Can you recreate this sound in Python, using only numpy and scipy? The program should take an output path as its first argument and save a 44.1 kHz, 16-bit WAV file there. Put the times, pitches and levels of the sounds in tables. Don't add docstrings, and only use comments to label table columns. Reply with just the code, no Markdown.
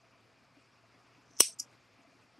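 import sys
import numpy as np
from scipy import signal
from scipy.io import wavfile
from scipy.ndimage import uniform_filter1d

SR = 44100
rng = np.random.default_rng(int(sys.argv[2]) if len(sys.argv) > 2 else 0)


def decibels_to_gain(level_db):
    exponent = np.asarray(level_db, float) / 20
    return 10 ** exponent


def store_wav(level_fs):
    pcm = np.round(np.clip(np.atleast_2d(level_fs), -1, 1) * 32767)
    wavfile.write(sys.argv[1], SR, pcm.T.astype(np.int16))


N = 105751

# frequency in Hz, density in dB per Hz.
AIR_COLOUR = [(25, -34), (80, -10.5), (200, -8), (700, -11), (2500, -15), (3400, -23), (5200, -23),
              (15000, -45.5)]
# frequency in Hz, side over mid in dB.
AIR_WIDTH = [(60, -2.5), (180, -11.5), (550, -10), (1650, -22), (4970, -42), (15000, -10)]
# frequency in Hz, width in Hz, level in dB.
APPLIANCES = [(61, 23, -89), (260, 21, -78.5), (675, 30, -82.5), (1220, 400, -74), (2400, 200, -77.5),
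              (4870, 770, -79)]
# start in seconds, peak in dB.
LOW_KNOCKS = [
    (0.567, -58),
    (0.941, -66),
    (1.177, -62),
    (1.3, -64),
    (1.597, -61.5),
    (1.985, -61),
    (2.072, -61.5),
    (2.146, -66.5),
    (2.225, -68),
    (2.378, -58.5),
]
# start in seconds, peak in dB.
HIGH_KNOCKS = [
    (0.029, -65.5),
    (0.149, -63.5),
    (0.833, -64.5),
    (1.329, -67.5),
    (1.489, -63.5),
    (2.044, -62.5),
    (2.122, -65.5),
]
# time in seconds, rub strength in dB.
SHEAR = [
    (1.25, -79),
    (1.33, -65.5),
    (1.365, -62),
    (1.378, -61),
    (1.39, -49.5),
    (1.393, -55),
    (1.396, -36.5),
    (1.401, -26.5),
]
# time in seconds, peak in dB.
FIBRES = [(1.2597, -60), (1.2794, -57.5), (1.296, -60), (1.3087, -52), (1.3131, -49.5), (1.325, -61),
          (1.3349, -48.5), (1.3434, -54), (1.3544, -55.5), (1.368, -37.5), (1.3715, -39.5), (1.3745, -39),
          (1.3828, -40), (1.3895, -27)]
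# time in seconds, rub strength in dB.
CLOSING = [
    (1.384, -61),
    (1.39, -51.5),
    (1.397, -43),
    (1.4, -23.5),
    (1.4045, -16),
    (1.409, -18),
    (1.412, -27.5),
    (1.4205, -27),
    (1.422, -45),
]
# time in seconds, click peak in dB, handle thud in dB.
SNAPS = [
    (1.405, -4, -11.5),
    (1.4057, -7, -38),
    (1.406, -7, -30),
    (1.4071, -8, -27.5),
    (1.4079, -12.5, -24),
    (1.4097, -14.5, -43.5),
    (1.4129, -19, -42),
    (1.4195, -16.5, -51.5),
    (1.5978, -62, -60.5),
]
# time in seconds, rub strength in dB.
OPENING = [
    (1.585, -61),
    (1.59, -44),
    (1.595, -49),
    (1.597, -33.5),
    (1.6015, -31),
    (1.6035, -38),
    (1.605, -46),
    (1.628, -51.5),
    (1.653, -70),
]
# time in seconds, peak in dB.
SLIPS = [
    (1.5955, -39.5),
    (1.5982, -39),
    (1.5998, -34),
    (1.6014, -31.5),
    (1.6028, -36),
    (1.6064, -40),
    (1.6093, -59),
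]
# frequency in Hz, level shut in dB, level opening in dB, t60 in seconds.
BLADE_MODES = [(2600, -12.5, -38, .008), (2930, -8.5, -42, .012), (3260, -8, -18, .008),
               (4290, -13.5, -24, 0.01), (4873, -12, -2.5, 0.01), (5580, 0.5, 2, 0.011),
               (6130, -3.5, -0.5, 0.01), (6740, -9.5, 1, 0.0063), (7590, -8, -0.5, 0.0056),
               (8370, 2.5, -7, 0.0068), (8770, -3.5, -13, 0.005), (9430, -0.5, -10.5, .009),
               (11300, -6, -4, 0.003), (13760, -5.5, -25, .004)]
# frequency in Hz, side over mid in dB.
BLADE_WIDTH = [(2300, -7.5), (4400, -10.5), (8000, -14), (14000, -10)]
# frequency in Hz, t60 in seconds.
ROOM_T60 = [(2300, 0.06), (3000, 0.14), (4500, 0.15), (6000, .29), (9000, 0.23), (11000, 0.17),
            (14000, 0.15)]
# frequency in Hz, level in dB, t60 in seconds, left over right in dB,
# lead in seconds between the capsules.
HANDLE_MODES = [(300, -12.5, 0.0054, -5, .0001), (502.1, -2, 0.0061, -11, 0.00023),
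                (670, -9, .006, -7, .0004), (900, -8.5, 0.008, -1.5, .0003), (1160, -6, 0.013, -6, .00012),
                (1450, -12, 0.014, 0, 0.00014), (1920, -13, 0.012, -2, 0.000088),
                (2220, -10, .012, -4, .00006)]
LEFT_RIGHT = np.array([[1], [-1]])


def rms_one(x):
    return x / np.sqrt(np.mean(x ** 2) + 1e-20)


def at_hz(points, hz):
    f, value = np.transpose(points)
    return np.interp(np.log(hz), np.log(f), value)


def band(x, order, low_hz, high_hz):
    return signal.sosfilt(signal.butter(order, [low_hz, high_hz], "band", fs=SR, output="sos"), x)


def low_cut(x, hz):
    return signal.sosfilt(signal.butter(2, hz, "high", fs=SR, output="sos"), x)


def steep_cut(x, hz):
    return signal.sosfilt(signal.ellip(10, .5, 60, hz, fs=SR, output="sos"), x)


def stereo(mid, side):
    return np.array([mid + side, mid - side])


def drift(rate_hz):
    r = np.exp(-80 * np.pi * rate_hz / SR)
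    slow = signal.lfilter([1], [1, -2 * r, r * r], rng.standard_normal(N // 40 + 2002))[2000:]
    return np.interp(np.arange(N) / 40, np.arange(len(slow)), rms_one(slow))


def ring(clicks, hz, t60):
    r, w = decibels_to_gain(-60 / (t60 * SR)), 2 * np.pi * hz / SR
    return signal.lfilter([0, np.sin(w)], [1, -2 * r * np.cos(w), r * r], clicks + 1e-18)


def clicks_at(seconds, db):
    out = np.zeros(N)
    np.add.at(out, (np.asarray(seconds) * SR).astype(int), decibels_to_gain(db))
    return out


def rubbing(curve):
    rubs_per_s, spread_db = 6000, 3
    s, db = np.transpose(curve)
    level = decibels_to_gain(np.interp(np.arange(N) / SR, s, db, left=-200, right=-200))
    sizes = decibels_to_gain(spread_db * np.minimum(rng.exponential(1, N), 3)) * rng.choice([-1, 1], N)
    return 0.2 * level * sizes * (rng.random(N) < rubs_per_s / SR)


def third_octaves():
    white = rng.standard_normal((2, 2, N))
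    edges = 22 * 2 ** np.arange(0, 9.7, 1 / 3)
    for k, (low, high) in enumerate(zip(edges, edges[1:])):
        yield np.sqrt(low * high), band(white[k % 2], 2, low, high)


def room_air():
    level_db, patchy_db = -66.5, 2.37
    out, together = 0, drift(4.6)
    for hz, (mid, side) in third_octaves():
        gain = decibels_to_gain(at_hz(AIR_COLOUR, hz) + patchy_db * (0.5 * together + drift(23)))
        out = out + gain * stereo(mid, side * decibels_to_gain(at_hz(AIR_WIDTH, hz)))
    out = decibels_to_gain(level_db) * rms_one(out)
    for hz, width_hz, db in APPLIANCES:
        mid, side = ring(rng.standard_normal((2, N)), hz, 2.2 / width_hz)
        out = out + decibels_to_gain(db) * stereo(rms_one(mid), rms_one(side) * decibels_to_gain(at_hz(AIR_WIDTH, hz)))
    return steep_cut(out, 13200)


def mains_hum():
    hz = 120.1 + 5.5 * drift(8.3)
    return decibels_to_gain(-72.5 + 2.5 * drift(3.4)) * np.sin(2 * np.pi * np.cumsum(hz) / SR)


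def table_knocks():
    rise_s, level_db, pan_db = 0.0042, 2, 1.4
    out, t = 0, np.arange(N) / SR
    for rows, hz in ((LOW_KNOCKS, 274.7 * 1.02), (HIGH_KNOCKS, 656 * 1.02)):
        for s, db in rows:
            age = np.clip((t - s) / rise_s, 0, 60)
            swell = age ** 2 * np.exp(2 - age) / 4
            tone = swell * np.sin(2 * np.pi * hz * (t - s))
            out = out + decibels_to_gain(db + level_db + pan_db * LEFT_RIGHT) * tone
    return out


def yarn_dulling_db(hz):
    return -36 * abs(np.log2(hz / 6100))


def struck(rows, extra_db):
    s, db = np.transpose(rows)[:2]
    return clicks_at(s, db - 9 + extra_db + 2.5 * rng.standard_normal(len(s)))


def fibre_ticks(hz, shut_db, t60):
    clicks = decibels_to_gain(shut_db + 4.5) * struck(FIBRES, yarn_dulling_db(hz))
    return band(ring(clicks, hz, t60 * 0.54), 3, 4990, 7300)


def opening_push():
    rub = rubbing(OPENING)
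    return rub, band(rub + clicks_at(*np.transpose(SLIPS)), 4, 3600, 13500)


def scrape(closing, thin):
    s, db, _ = np.transpose(SNAPS)
    return decibels_to_gain(-0.5) * band(closing + decibels_to_gain(-9) * thin + 0.25 * clicks_at(s, db), 1, 2180, 11000)


def snips():
    yarn, closing = rubbing(SHEAR), rubbing(CLOSING)
    opening, thin = opening_push()
    mid = scrape(closing, thin)
    side = decibels_to_gain(-12.5) * np.roll(mid, 9)
    mid = mid + decibels_to_gain(-24.5) * (ring(opening, 1220, 0.016) + ring(opening, 2800, 0.0039))
    room, white = 0, rng.standard_normal((2, 2, N))
    for k, (hz, shut_db, open_db, t60) in enumerate(BLADE_MODES):
        shut_push = struck(SNAPS, 0) + closing + decibels_to_gain(yarn_dulling_db(hz)) * yarn
        push = decibels_to_gain(shut_db) * shut_push + decibels_to_gain(open_db) * thin
        mode = ring(push, hz, t60) * (-1) ** k + fibre_ticks(hz, shut_db, t60)
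        mid = mid + mode
        side = side + np.roll(mode, 2) * decibels_to_gain(at_hz(BLADE_WIDTH, hz)) * (-1) ** (k // 2)
        room = room + gate(reflections(mode, hz, t60, white[k % 2]))
    return stereo(mid, side) + steep_cut(band(room, 3, 2450, 11000), 14500)


def reflections(mode, hz, t60, white):
    rise_s, wall_lag_s, early_db, level_db = 0.0012, 0.017, -10, -15
    opening = np.arange(N) > 1.58 * SR
    shade = decibels_to_gain(2 * -7 * opening)
    slow, rise = decibels_to_gain(-120 / (at_hz(ROOM_T60, hz) * SR)), np.exp(-1 / (rise_s * SR))
    stored = signal.lfilter([(1 - slow) * (1 - rise)], np.convolve([1, -slow], [1, -rise]),
                            mode ** 2 * shade + 1e-18)
    stored = decibels_to_gain(early_db) * stored + np.roll(stored, int(wall_lag_s * SR))
    mid, side = ring(white, hz, t60 * 0.8)
    level = decibels_to_gain(level_db + 2.5 * drift(40)) * np.sqrt(stored.clip(0))
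    return level * stereo(rms_one(mid), rms_one(side) * decibels_to_gain(-12))


def gate(x):
    threshold_db, steepness, window_s = -57, 1.8, 0.013
    power = uniform_filter1d(np.mean(x ** 2, axis=0), size=int(window_s * SR))
    level_db = 10 * np.log10(power.clip(1e-16))
    return x * decibels_to_gain(steepness * np.minimum(level_db - threshold_db, 0))


def handles():
    s, _, db = np.transpose(SNAPS)
    s = s + 0.0001
    push, thud = clicks_at(s, db), 0
    for hz, level_db, t60, pan_db, lead_s in HANDLE_MODES:
        both = np.array([push, clicks_at(s + lead_s, db)])
        thud = thud + ring(both, hz, t60) * decibels_to_gain(level_db + pan_db / 2 * LEFT_RIGHT)
    shove = decibels_to_gain(-15) * ring(push, 60, 0.025) * LEFT_RIGHT
    return low_cut(thud, 300) + shove


def scene():
    floor = (room_air() + mains_hum()) * decibels_to_gain(0.92 / 2 * LEFT_RIGHT)
    return floor + table_knocks() + snips() + handles()


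def band_limit(x):
    return signal.sosfilt(signal.butter(12, 15750, fs=SR, output="sos"), x)


def record(dry):
    top = 0.94
    x = top * np.tanh(low_cut(dry, 48) / top)
    x = signal.sosfilt(signal.ellip(12, .5, 75, 15700, fs=SR, output="sos"), x)
    return band_limit(x)


dry = scene()
out = record(dry)
store_wav(out)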